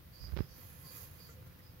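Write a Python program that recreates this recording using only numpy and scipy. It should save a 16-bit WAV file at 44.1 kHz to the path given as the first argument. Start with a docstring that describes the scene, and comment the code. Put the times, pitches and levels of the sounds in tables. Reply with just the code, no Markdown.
"""A quiet small room with a low rumble, steady microphone hiss and faint passing tones.
Thin, raspy chirps near 5 kHz, like an insect's, come about three times a second.
A finger shifts on the recorder by its right microphone: it thumps the case softly, slips at the
port and drags with a crackle. A faint sliding rub swells and fades; a few light knocks follow."""
import sys
import numpy as np
from scipy import signal
from scipy.fft import rfft, irfft
from scipy.io import wavfile
from scipy.ndimage import uniform_filter1d

SR = 44100
rng = np.random.default_rng(int(sys.argv[2]) if len(sys.argv) > 2 else 0)


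def inscribe(sig):
    """Save sig as 16-bit PCM at rate SR to the path in sys.argv[1].

    A 1-D sig is mono; a 2-D sig holds one channel per row.
    Samples are clipped to [-1, 1] before scaling.
    """
    pcm = np.round(np.clip(np.atleast_2d(sig).T, -1, 1) * 32767)
    wavfile.write(sys.argv[1], SR, pcm.astype(np.int16))


N = 79380
TIME_S = np.arange(N) / SR
BINS_HZ = np.maximum(np.arange(N // 2 + 1) * SR / N, 1)


def from_db(db):
    return 10 ** (np.asarray(db) / 20)


def unit_power(x):
    return x / np.sqrt(np.mean(np.abs(x) ** 2) + 1e-20)


def gain_curve(rows):
    """Gain per sample from rows of seconds and dB."""
    return from_db(np.interp(TIME_S, *np.transpose(rows)))


def at_bins(rows, column=1):
    """One column of a spectrum table, interpolated over log frequency."""
    rows = np.array(rows)
    return np.interp(np.log(BINS_HZ), np.log(rows[:, 0]), rows[:, column])


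def colour(x, gain_per_bin):
    return irfft(rfft(x) * gain_per_bin, N)


def butterworth(x, kind, order, cutoff_hz):
    return signal.sosfilt(signal.butter(order, cutoff_hz, kind, fs=SR, output="sos"), x)


def white():
    """Stereo noise at 0 dB per Hz."""
    return rng.standard_normal((2, N)) * np.sqrt(SR / 2)


def pan(right_db):
    """Left and right gains for a right-over-left level; the nearer side stays at 1."""
    return from_db([[-max(right_db, 0)], [min(right_db, 0)]])


def resonance(hz, width_hz):
    """Noise-driven resonance with steep sides and a movable centre; stereo, unit power."""
    pole = np.exp(-np.pi * abs(width_hz) / SR)
    shape = (2, N + SR // 2)
    drive = rng.standard_normal(shape) + 1j * rng.standard_normal(shape)
    baseband = signal.lfilter([1], [1, -2 * pole, pole * pole], drive)[:, -N:]
    carrier = np.exp(2j * np.pi * np.cumsum(hz * np.ones(N)) / SR)
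    return unit_power(np.real(baseband * carrier))


def ring(start_s, hz, decay_s):
    """Damped sine from a blow."""
    age_s = np.maximum(TIME_S - start_s, 0)
    return np.sin(2 * np.pi * hz * age_s) * np.exp(-age_s / decay_s)


def bump(centre_s, half_s):
    return np.exp(-((TIME_S - centre_s) / half_s) ** 2)


def swell(envelope, noise):
    """Enveloped noise, each side scaled to the envelope's energy."""
    shaped = envelope * noise
    energy = np.sum(shaped ** 2, axis=1, keepdims=True)
    return shaped * np.sqrt(np.sum(envelope ** 2) / (energy + 1e-20))


# Rumble and hiss spectrum. Each row: frequency in Hz, level in dB per Hz before panning.
FLOOR_SPECTRUM = [(20, -107), (42, -82.5), (75, -76.5), (140, -78.5), (210, -89.5), (400, -98.5),
                  (1000, -101.5), (3000, -106), (5000, -108), (7800, -117), (10000, -111), (12500, -103),
                  (15800, -102)]
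# Stereo likeness of that noise. Each row: frequency in Hz, left-right correlation.
FLOOR_CORRELATION = [(30, 0.6), (130, 0.92), (400, 0.14), (1000, 0.032), (4000, 0.0038)]
# Room drones. Each row: frequency in Hz, width in Hz, level in dB.
ROOM_DRONES = [(84, 11, -68), (168.3, 18.4, -68), (507, 29, -76)]


def room():
    """Rumble and faint drones shared by both sides, plus each microphone's own hiss."""
    correlation = at_bins(FLOOR_CORRELATION)
    mid_side_gain = np.sqrt([(1 + correlation) / 2, (1 - correlation) / 2])
    mid, side = colour(white(), from_db(at_bins(FLOOR_SPECTRUM)) * mid_side_gain)
    drones = sum(from_db(db) * resonance(hz, width_hz)[0] for hz, width_hz, db in ROOM_DRONES)
    return (np.array([mid + side, mid - side]) + drones) * pan(right_db=0.6)


# Passing tones. Each row: centre in seconds, half length in seconds, level in dB, pitch in Hz,
# width in Hz, right over left in dB.
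PASSING_TONES = [(0.53, 0.06, -65.5, 5720, 1100, 12), (0.61, 0.077, -59.5, 12950, 700, 8),
                 (0.847, 0.23, -62.5, 10970, 555.6, 12), (0.869, 0.036, -64, 1062, 28, -9),
                 (0.961, 0.022, -65.5, 2480, 140.4, 3), (0.969, 0.014, -59.5, 1230, 250, 11),
                 (1.315, 0.038, -64, 6530, 2300, 14), (1.382, 0.043, -62.5, 510, 32, 3.5),
                 (1.472, 0.008, -68.5, 800, 648, -5), (1.601, 0.017, -68.5, 1927, 253, 0)]


def passing_tones(mono_below_hz=1150):
    """Faint hums, squeaks and wisps of hiss swell and fade; low ones share a waveform on both sides."""
    out = 0
    for centre_s, half_s, db, hz, width_hz, right_db in PASSING_TONES:
        band = resonance(hz, width_hz)
        if hz < mono_below_hz:
            band = band[:1]
        out = out + from_db(db) * swell(bump(centre_s, half_s), band) * pan(right_db)
    return out


# Light knocks. 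Each row: start in seconds, level in dB.
KNOCK_HITS = [(1.291, -57), (1.471, -74)]
# Modes of the knocked object. Each row: frequency in Hz, relative level in dB, T60 in seconds.
KNOCK_RESONANCES = [(473, 2.5, 0.092), (1227, -6, 0.074), (1380, 1, 0.16), (1943, -3.5, 0.062),
                    (2030, -10, 0.13)]


def knocks():
    """Light knocks ring the same few modes, a little differently at each microphone."""
    out = np.zeros((2, N))
    for start_s, db in KNOCK_HITS:
        for hz, mode_db, t60_s in KNOCK_RESONANCES:
            for channel in out:
                lag_s = rng.random() / (np.pi * hz)
                gain = from_db(db + mode_db + rng.normal(0, 1))
                channel += gain * ring(start_s + lag_s, hz, t60_s / np.log(1000))
    return out * pan(right_db=-1.5)


# Strength of the sliding stroke. Each row: time in seconds, gain in dB.
RUB_STROKE = [(0.0, -40), (0.13, -20.5), (0.16, -14.5), (0.25, -18.5), (0.32, -28), (0.38, -26),
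              (0.51, -20), (0.58, -7.5), (0.63, -7), (0.81, -9.5), (0.87, -5), (0.92, -3.5), (0.97, 2.5),
              (1.045, -0.5), (1.09, -9.5), (1.28, -10.5), (1.36, -21), (1.8, -34)]
# Brief scuffs. Each row: centre in seconds, half length in seconds, gain in dB.
RUB_SCUFFS = [(0.239, 0.008, -16), (0.29, 0.084, -26), (0.395, 0.22, -20.5), (1.3, 0.008, -23),
              (1.472, 0.013, -15.5), (1.523, 0.012, -28), (1.592, 0.0063, -16)]
# Bright hiss at unit drive. Each row: frequency in Hz, left and right levels in dB per Hz.
RUB_HISS_SPECTRUM = [(2500, -120, -115), (3740, -108, -104), (4950, -99, -92.5), (5760, -105, -102),
                     (6340, -102, -91.5), (7340, -113, -96), (8400, -115, -107), (9920, -106, -97),
                     (10900, -101, -87.5), (11900, -96, -87), (13400, -93, -83.5), (14600, -100, -92),
                     (16100, -104, -90)]
# Dull body at unit drive. 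Each row: frequency in Hz, level in dB per Hz.
RUB_BODY_SPECTRUM = [(100, -100), (300, -93), (600, -101), (900, -100), (1700, -100.5), (3000, -103),
                     (4500, -105), (7000, -120)]
# Body modes at unit drive. Each row: frequency in Hz, width in Hz, left and right levels in dB.
RUB_RESONANCES = [(504.7, 78, -70.5, -66.5), (1078, 106, -69.5, -77), (1286, 250, -92, -74),
                  (1711, 240, -69.5, -89.5), (2002, 84, -74, -71.5), (2462, 106, -77, -71.5),
                  (3210, 68, -74, -83), (6890, 350, -86, -80)]


def rub(grain_db=1, scuff_left_db=10.5, body_exponent=0.49):
    """A stroke on the right and more central scuffs drive a bright hiss and, less steeply, a dull body."""
    stroke = gain_curve(RUB_STROKE)
    scuffs = sum(from_db(db) * bump(centre_s, half_s) for centre_s, half_s, db in RUB_SCUFFS)
    roughness = unit_power(uniform_filter1d(rng.standard_normal(N), size=150))
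    hiss_db = [at_bins(RUB_HISS_SPECTRUM, column) for column in (1, 2)]
    hiss = colour(white(), from_db(hiss_db))
    body = colour(white(), from_db(at_bins(RUB_BODY_SPECTRUM)))
    for hz, width_hz, left_db, right_db in RUB_RESONANCES:
        body += from_db([[left_db], [right_db]]) * resonance(hz, width_hz)
    hiss_drive = np.hypot(stroke, [from_db(scuff_left_db) * scuffs, scuffs])
    body_drive = np.hypot(stroke, scuffs) ** body_exponent
    return from_db(grain_db * roughness) * (hiss_drive * hiss + body_drive * body)


# Insect-like chirps. Each row: start in seconds, length in seconds, release in seconds, level in dB,
# pitch in Hz, glide in Hz per second, width in Hz, right over left in dB.
CHIRP_CALLS = [(0.116, 0.074, 0.018, -58.5, 4630, 500, 400, 10),
               (0.181, 0.088, 0.025, -51.5, 4870, -300, 403, 17),
               (0.373, 0.027, 0.093, -60.5, 4940, 3004, 490, 26),
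               (0.482, 0.077, 0.057, -65, 4570, -5, 300, 7), (0.833, 0.069, 0.04, -57, 4670, 88, 440, 4.5),
               (1.176, 0.076, 0.039, -58, 4800, -1600, 440, 7.5),
               (1.604, 0.076, 0.052, -67.5, 4920, 699, 280, 4)]


def chirps(attack_s=0.033, air_db=-17, whistle_db=-9.5):
    """A wavering whistle inside a narrow rasp swells, glides slightly and dies away."""
    out = 0
    for start_s, length_s, release_s, db, hz, glide_hz_per_s, width_hz, right_db in CHIRP_CALLS:
        age_s = TIME_S - start_s
        attack = np.clip(age_s / attack_s, 0, 1)
        release = np.exp(-np.maximum(age_s - length_s, 0) / release_s)
        pitch_hz = hz + glide_hz_per_s * np.clip(age_s, 0, length_s)
        rasp = resonance(pitch_hz, width_hz)
        air = from_db(air_db) * resonance(hz=5820, width_hz=890)
        whistle = from_db(whistle_db) * resonance(pitch_hz, width_hz=110)
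        out = out + from_db(db) * swell(attack * release, rasp + air + whistle) * pan(right_db)
    return out


# Finger drag strength. Each row: time in seconds, level in dB.
FRICTION_LEVEL = [(0.19, -68), (0.235, -61), (0.30, -54.5), (0.335, -56.5), (0.355, -63), (0.37, -42),
                  (0.379, -52), (0.39, -37), (0.398, -49), (0.408, -54), (0.42, -53), (0.47, -64.5)]
# Crackle spectrum. Each row: frequency in Hz, relative level in dB.
FRICTION_SPECTRUM = [(100, 2), (330, 5.5), (750, -8.5), (1400, -4.5), (3000, -14), (5500, -15), (7500, -53),
                     (16000, -54)]


def finger_friction(grains_per_s=2700, spread_db=5):
    """Dragging skin crackles in tiny impulses of random sign and size."""
    impulses = (rng.random(N) < grains_per_s / SR) * rng.choice([-1, 1], N)
    sizes = from_db(spread_db * np.minimum(rng.exponential(1, N), 4))
    crackle = unit_power(colour(impulses * sizes, from_db(at_bins(FRICTION_SPECTRUM))))
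    return gain_curve(FRICTION_LEVEL) * crackle * pan(right_db=24)


# Skin slips. Each row: centre in seconds, level in dB, half length in seconds, right over left in dB.
SKIN_SLIPS = [(0.2408, -39.5, 0.00016, -26), (0.3348, -39.5, 0.00031, 32), (0.3665, -27, 0.00078, 40),
              (0.3665, -28.5, 0.000065, 33), (0.3720, -27, 0.00056, 25), (0.3739, -23, 0.000066, 37),
              (0.3896, -31, 0.00018, 34), (0.3908, -32.5, 0.000031, 24), (0.3921, -30.5, 0.00012, 28),
              (0.3947, -33, 0.00089, 33), (0.4050, -35, 0.000051, 30), (0.4063, -16.5, 0.00092, 40),
              (0.4068, -29.5, 0.00016, 32)]


def finger_slips(case_hz=410, case_width_hz=82, case_db=-7.5):
    """Skin slips at the microphone port in short pressure dips that ring the case."""
    dips = -sum(from_db(db) * bump(centre_s, half_s) * pan(right_db)
                for centre_s, db, half_s, right_db in SKIN_SLIPS)
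    case_mode = signal.iirpeak(case_hz, case_hz / case_width_hz, fs=SR)
    return dips + from_db(case_db) * signal.lfilter(*case_mode, dips + 1e-18)


# Thumps on the case. Each row: start in seconds, level in dB, pitch in Hz, decay in seconds,
# right over left in dB.
CASE_THUMPS = [(0.201, -39.5, 49.1, 0.1, 30), (0.2411, -38.5, 85, 0.021, 3), (0.279, -36.5, 68.5, 0.02, 31),
               (0.294, -40.5, 60, 0.019, 15), (0.3236, -27, 68, 0.024, 29), (0.3391, -24, 94, 0.0045, 34),
               (0.371, -28.5, 87, 0.0087, 27), (0.387, -20.5, 86.5, 0.0044, 29),
               (0.399, -27.5, 43, 0.0083, 30), (0.407, -21.5, 66.5, 0.0069, 37),
               (0.441, -42, 142, 0.019, 9), (0.498, -45.5, 60.7, 0.028, 7), (1.374, -47.5, 101, 0.029, 6),
               (1.410, -42, 110.3, 0.022, 1.5), (1.469, -44.5, 97.7, 0.021, 1.5)]


def finger_thumps():
    """Soft blows of the finger set off low, quickly damped swings of the case."""
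    thumps = sum(from_db(db) * ring(start_s, hz, decay_s) * pan(right_db)
                 for start_s, db, hz, decay_s, right_db in CASE_THUMPS)
    return butterworth(thumps, "low", order=2, cutoff_hz=486)


def handling():
    """The shifting finger: dulled thumps and slips plus crackle, with the deepest bass cut."""
    contacts = butterworth(finger_thumps() + finger_slips(), "low", order=4, cutoff_hz=5200)
    return butterworth(contacts + finger_friction(), "high", order=3, cutoff_hz=32.7)


def scene():
    return chirps() + handling() + rub() + knocks() + passing_tones() + room()


def record(dry, cutoff_hz=15800):
    """The recorder cuts the top steeply."""
    return colour(dry, 1 / np.sqrt(1 + (BINS_HZ / cutoff_hz) ** 600))


dry = scene()
out = record(dry)
inscribe(out)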